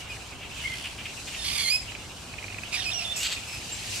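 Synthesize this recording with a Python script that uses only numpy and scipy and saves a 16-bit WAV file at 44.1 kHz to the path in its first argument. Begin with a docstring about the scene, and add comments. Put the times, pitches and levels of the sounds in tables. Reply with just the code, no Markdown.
"""First comes the din of a flying fox colony in its roost tree, wide around the microphone over a low rumble.
Farther bats squeal, squawk and churr from the front. Close on the right one bat screeches twice, its voice
breaking between thin squeal and harsh rasp, and chatters in between, each grunt ringing its mouth.
Another answers from the front with a hiss of air and rattling throat. The trees scatter every call."""
import sys
import numpy as np
from scipy import signal
from scipy.fft import rfft, irfft, next_fast_len
from scipy.io import wavfile
from scipy.ndimage import uniform_filter1d, map_coordinates

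SR = 44100
rng = np.random.default_rng(int(sys.argv[2]) if len(sys.argv) > 2 else 0)


def persist_wave(psi):
    """Save psi, clipped to +-1, as 16-bit WAV."""
    counts = np.round(np.clip(psi, -1, 1) * 32767).astype(np.int16)
    wavfile.write(sys.argv[1], SR, np.atleast_2d(counts).T)


N = 176400
BAND_LIMIT_HZ = 15780
EARS = np.array([[.5], [-.5]])  # share of a left-right difference that each channel takes


def amp(db):
    """Decibels to gain."""
    return 10 ** (np.asarray(db) / 20)


def unit(x):
    """Scale to rms 1."""
    return x / np.sqrt(np.mean(x ** 2) + 1e-20)


def along(points, hz):
    """Read (f/Hz, value) points on a log frequency axis."""
    f, v = np.transpose(points)
    return np.interp(np.log(hz + 1), np.log(f + 1), v)


def clock():
    """Time of each sample in seconds."""
    return np.arange(N) / SR


def curves(rows):
    """One value per sample for each column after the time."""
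    times, *columns = np.transpose(rows)
    return [np.interp(clock(), np.sort(times), column) for column in columns]


def gate(start, end, edge):
    """Open from start to end, with soft edges."""
    return np.clip(np.minimum(clock() - start, end - clock()) / edge + .5, 0, 1)


def wobble(rate):
    """A smooth random curve, rate knots a second."""
    return map_coordinates(rng.standard_normal(N // 8), [clock() * rate], mode="wrap")


def filtered(x, response):
    """Pass x through a complex response of frequency."""
    size = next_fast_len(N + SR // 2)
    return irfft(rfft(x, size) * response(np.fft.rfftfreq(size, 1 / SR)), size)[..., :N]


def shaped(x, spectrum):
    """Colour x with a spectrum, at rms 1."""
    return unit(filtered(x, lambda hz: amp(along(spectrum, hz))))


def noise(spectrum):
    """Coloured noise of rms 1."""
    return shaped(rng.standard_normal(N), spectrum)


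# Width of the background at the microphone: f/Hz, side over mid/dB
FIELD_WIDTH = [(80, -12), (1200, -7), (3400, -2), (5000, -5.5), (8500, 1)]
# Its lean to one side: f/Hz, left over right/dB
FIELD_BALANCE = [(100, .5), (3000, -2), (4200, 3.5), (7000, 0)]


def diffuse(spectrum, patchy_db):
    """Noise from all around the microphone, its level patchy in time and frequency."""
    bins = signal.stft(rng.standard_normal((2, N)), nperseg=512)[2]
    patches = uniform_filter1d(rng.standard_normal(bins.shape[1:]), 4, axis=0)
    patches = unit(uniform_filter1d(patches, 6, axis=1))
    pair = signal.istft(bins * amp(patchy_db * patches), nperseg=512)[1][:, :N]
    mid = filtered(pair[0], lambda hz: amp(along(spectrum, hz)))
    side = filtered(pair[1], lambda hz: amp(along(spectrum, hz) + along(FIELD_WIDTH, hz)))
    stereo = np.array([mid + side, mid - side]) / mid.std()
    return filtered(stereo, lambda hz: amp(along(FIELD_BALANCE, hz) * EARS))


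# The colony, far off on all sides: t/s, body level/dB, treble level/dB
COLONY_LEVELS = [(0, -42.5, -45.5), (.07, -46, -52.5), (.13, -45.5, -47), (.45, -51, -53),
                 (.58, -40, -44.5), (.94, -46, -49.5), (1.3, -48.5, -43), (1.85, -46.5, -47.5),
                 (2.25, -50, -49), (3.4, -43.5, -45), (3.8, -43.5, -42), (3.95, -37.5, -37)]
# Spectra of its body and its treble: f/Hz, gain/dB
COLONY_BODY = [(1000, -12), (1800, 3), (2350, 11.5), (2900, 14), (3600, 5), (5000, -20)]
COLONY_TREBLE = [(2500, -22), (3900, 6.5), (8200, 2.5), (9500, -5), (12000, -8), (15500, -33)]


def colony(flutter_db):
    """Many distant voices merge into a restless din."""
    body_db, treble_db = curves(COLONY_LEVELS)
    body = amp(body_db + flutter_db * wobble(70)) * diffuse(COLONY_BODY, patchy_db=3)
    treble = amp(treble_db + .7 * wobble(60)) * diffuse(COLONY_TREBLE, patchy_db=1.2)
    return body + treble


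# Distant rumble in the open air: f/Hz, gain/dB
RUMBLE_SPECTRUM = [(25, -16), (55, 3), (95, -1), (490, -13), (730, -10.5), (1700, -17), (3200, -63)]


def rumble(level_db=-45, drone_hz=101.8, drone_db=-53.5):
    """Low outdoor rumble with a wavering drone, as of far traffic."""
    phase = 2 * np.pi * np.cumsum(drone_hz + 4 * wobble(14)) / SR
    drone = unit(np.sin(phase) * amp(3.2 * wobble(4.8)))
    return amp(level_db) * diffuse(RUMBLE_SPECTRUM, patchy_db=1) + amp(drone_db) * drone


# Farther bats and birds, in front: t/s, length/s, first f/Hz, last f/Hz, level/dB, second harmonic/dB
FAR_SQUEALS = [(0.092, 0.049, 2525, 2390, -38.5, -12.5), (0.637, 0.046, 2050, 2134, -32, -33),
               (0.692, 0.057, 2055, 2056, -36, -26), (2.698, 0.54, 749, 649.5, -52.5, -13),
               (3.195, 0.06, 2694, 3015, -36.5, -10), (3.463, .14, 2640, 2530, -44, -1.5),
               (3.713, 0.036, 7220, 7690, -36.5, -30)]


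def squeals(quaver_hz, flutter_db, fade_db, pitch_arch=.0284):
    """Quavering tones that arch in mid call; each has its own second harmonic level, and each higher overtone
    is fade_db weaker than the one below."""
    out = np.zeros(N)
    quaver = quaver_hz * wobble(200)
    flutter = unit(amp(flutter_db * wobble(130)))
    for start, length, first_hz, last_hz, db, second_db in FAR_SQUEALS:
        span = np.flatnonzero((clock() > start) & (clock() < start + length))
        progress = np.linspace(0, 1, len(span))
        arch = np.abs(np.sin(np.pi * progress))
        glide = first_hz + (last_hz - first_hz) * progress
        pitch = glide * (1 + pitch_arch * (arch - .5)) + quaver[span]
        phase = 2 * np.pi * np.cumsum(pitch) / SR
        overtones = sum(amp(second_db - fade_db * (k - 2)) * np.sin(k * phase)
                        for k in range(2, 6) if k * first_hz < BAND_LIMIT_HZ)
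        out[span] += amp(db) * np.sqrt(2 * arch) * flutter[span] * (np.sin(phase) + overtones)
    return out


# Squawks of farther bats, in front: centre t/s, half length/s, level/dB
FAR_SQUAWKS = [(0.438, 0.028, -42), (0.856, 0.011, -36.5), (0.998, 0.014, -39), (1.062, 0.0057, -33.5),
               (1.285, 0.0086, -35), (1.353, 0.025, -38.5), (3.786, 0.046, -47)]


def squawks(flutter_db):
    """Short rasping swells through one mouth resonance."""
    swell = sum(amp(db) * np.exp(-.5 * ((clock() - t) / half) ** 2) for t, half, db in FAR_SQUAWKS)
    return swell * unit(amp(flutter_db * wobble(300))) * noise(COLONY_BODY)


# A bat's throat and mouth, for the churr in front and the close screeches: f/Hz, gain/dB
BAT_THROAT = [(600, -29.5), (1650, -5), (2150, 1), (3350, 9), (3850, -4), (4400, 5.5), (5100, 2.5),
              (6100, -4), (8200, -6), (9200, -0.5), (10500, -7), (15500, -27)]


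def churr(centre_s=.78, half_s=.13, rate_hz=72, level_db=-44):
    """A purring quarrel: a swelling run of quick rasping pulses."""
    cycle = np.cumsum(rate_hz + 10 * wobble(22)) / SR % 1
    pulses = unit(np.sin(np.pi * cycle) ** 4)
    swell = np.exp(-.5 * ((clock() - centre_s) / half_s) ** 2)
    return amp(level_db) * swell * pulses * noise(BAT_THROAT)


# The bat close on the right: t/s, pitch f/Hz, level/dB, roughness (full at 1)
FIRST_SCREECH = [(1.36, 1897, -44.5, .2), (1.44, 1743, -34.5, 0.65), (1.452, 2294, -28.5, 1.1),
                 (1.51, 2183, -28, 1.08), (1.53, 2356, -29.5, 1.16), (1.575, 2422, -30, 0.83),
                 (1.583, 2210, -26, .65), (1.638, 2300, -28, .7), (1.652, 2090, -28.5, .3),
                 (1.69, 2150, -27, .4), (1.718, 2480, -26.5, .22), (1.77, 2558, -25, 0.15)]
SECOND_SCREECH = [(2.72, 2484, -31.5, 0.68), (2.745, 2477, -27.5, 0.684), (2.768, 2387, -31, 0.78),
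                  (2.772, 3715, -32, 0.97), (2.812, 3642, -32.5, 0.53), (2.826, 3080, -34.5, 0.89),
                  (2.853, 2837, -34.5, 0.99), (2.859, 2582, -29, 0.18), (2.888, 2470, -32, 0.19),
                  (2.912, 2680, -33, .5), (2.915, 3650, -34, .35), (2.931, 3550, -35, .5),
                  (2.934, 2860, -34, .3), (2.98, 2833, -32.5, 0.096), (3.015, 2600, -34, 0.76),
                  (3.043, 2767, -37, 0.956), (3.049, 3617, -32.5, 0.043), (3.075, 3480, -36.5, 0.14),
                  (3.128, 3594, -31.5, 0.021), (3.134, 2927, -45, 0.16), (3.18, 2530, -29.5, .1)]
BITE_HZ, BITE_HALF_WIDTH_HZ, BITE_DB = 5675, 200, 22.5  # narrow mouth resonance
JITTER, ROUGH_JITTER, LURCH = .009, .016, .0362  # fractions of the pitch


def screech(rows, treble_db, second_db, rasp_db, subharmonic_db=2):
    """A very high voice: as it roughens its pitch lurches, its period doubles and it smears into rasp."""
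    def throat(hz):
        shelf = np.clip(np.log2(hz / BITE_HZ + 1e-9), 0, 1)
        return amp(along(BAT_THROAT, hz) + treble_db * shelf)

    pitch, level_db, rough = curves(rows)
    rough = np.clip(rough, 0, 1)
    jitter = (JITTER + ROUGH_JITTER * rough ** 2) * wobble(900)
    lurch = LURCH * rough ** 2 * wobble(130)
    pitch = pitch * (1 + jitter + lurch)
    phase = 2 * np.pi * np.cumsum(pitch) / SR
    # the second harmonic flares as it sweeps through the mouth resonance
    bite_db = BITE_DB / (1 + ((2 * pitch - BITE_HZ) / BITE_HALF_WIDTH_HZ) ** 2)
    harmonics = [(k, amp(second_db + bite_db) if k == 2 else 1) for k in range(1, 7)]
    subharmonics = [(k + .5, amp(subharmonic_db) * rough ** 1.5) for k in range(6)]
    partials = [(k, gain * throat(k * pitch)) for k, gain in harmonics + subharmonics]
    tone = sum(gain * amp(2.5 * wobble(170)) * np.sin(k * phase + rough * wobble(800))
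               for k, gain in partials)
    tone /= np.sqrt(sum(gain ** 2 for _, gain in partials) / 2)
    pulsed_air = rng.standard_normal(N) * (1 + np.cos(phase))
    rasp = unit(filtered(pulsed_air, throat))
    voice = np.sqrt(1 - .5 * rough) * tone + np.sqrt(rough) * amp(rasp_db) * rasp
    return voice * amp(level_db + 2 * rough * wobble(260)) * gate(rows[0][0], rows[-1][0], .02)


# Grunts of the same close bat: t/s, relative level/dB
GRUNTS = [(1.918, -25.5), (1.95, -25.5), (2.3368, -25), (2.383, -26), (2.4247, -31), (2.4407, -25),
          (2.481, -26.5), (2.5007, -27), (2.522, -29.5), (2.543, -22.5), (2.5837, -24.5), (2.633, -22),
          (3.363, -24), (3.375, -25)]
# Breath through its mouth: f/Hz, gain/dB
GRUNT_MOUTH = [(1400, -17), (2450, 2), (3500, -26), (13000, -45)]


def chatter(ring_hz=2540, rise_s=.0022, breathiness=.71, gain_db=-10):
    """Single grunts of the throat in quick runs, each ringing the mouth."""
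    out = np.zeros(N)
    breath = breathiness * noise(GRUNT_MOUTH)
    for start, db in GRUNTS:
        age = np.maximum(clock() - start, 0)
        ring = np.sin(2 * np.pi * ring_hz * (1 + .03 * rng.standard_normal()) * age)
        envelope = age / rise_s * np.exp(1 - age / rise_s)
        out += amp(db + gain_db) * envelope * (ring + breath)
    return out


# The answering bat, in front of the microphone: t/s, body level/dB, treble level/dB
HISS_LEVELS = [(3.152, -52, -58), (3.165, -53, -34), (3.235, -33, -36), (3.26, -29, -35),
               (3.296, -40.5, -47), (3.321, -30.5, -37.5), (3.359, -46, -48)]
# Body and treble of its open mouth: f/Hz, gain/dB
MOUTH_BODY = [(700, -26), (1400, -1), (2900, 13.5), (4700, 11), (7500, -37)]
MOUTH_TREBLE = [(4000, -9.5), (5800, 4.5), (8100, 13), (9200, -16), (12500, 0), (15500, -35)]


def hiss(flutter_db, rattle_hz=697, jitter=.1105, breathiness=1.5):
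    """A harsh shriek: an unsteady rattle of the throat, mixed with air, through the open mouth."""
    body_db, treble_db = curves(HISS_LEVELS)
    phase = 2 * np.pi * np.cumsum(rattle_hz * (1 + jitter * wobble(400))) / SR
    rattle = unit(sum(np.cos(k * phase) for k in range(1, 20)))
    source = rattle + breathiness * rng.standard_normal(N)
    voice = amp(body_db) * shaped(source, MOUTH_BODY) + amp(treble_db) * shaped(source, MOUTH_TREBLE)
    flutter = unit(amp(flutter_db * wobble(600)))
    return voice * flutter * gate(HISS_LEVELS[0][0], HISS_LEVELS[-1][0], .012)


def place(x, pan_db, lag_us, wet_db, t60_s=.31):
    """A caller's direction (left over right, delay of the left channel) and its scatter among the trees."""
    direct = filtered(x, lambda hz: amp(pan_db * EARS) * np.exp(-2j * np.pi * hz * EARS * lag_us / 1e6))
    tail = rng.standard_normal((2, SR // 2)) * amp(-60 * clock()[:SR // 2] / t60_s)
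    scatter = signal.fftconvolve(x[None], tail / np.linalg.norm(tail[0]), axes=1)[:, :N]
    return direct + amp(wet_db) * scatter


def scene():
    """The roost from the microphone: one bat close on the right, others in front, the colony all around."""
    near = screech(FIRST_SCREECH, treble_db=1, second_db=1.5, rasp_db=-8.5)
    near += screech(SECOND_SCREECH, treble_db=-9, second_db=-6.5, rasp_db=-6)
    far = squeals(quaver_hz=45, flutter_db=3, fade_db=5)
    right = place(near + chatter(), pan_db=-7.5, lag_us=63.7, wet_db=-6.5)
    quarrel = hiss(flutter_db=2.5) + squawks(flutter_db=1.5) + churr()
    front = place(quarrel + far, pan_db=-1, lag_us=-5, wet_db=-4)
    return right + front + colony(flutter_db=1.5) + rumble()


def record(dry):
    """The camera keeps nothing above its band limit."""
    return filtered(dry, lambda hz: hz < BAND_LIMIT_HZ)


dry = scene()
out = record(dry)
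persist_wave(out)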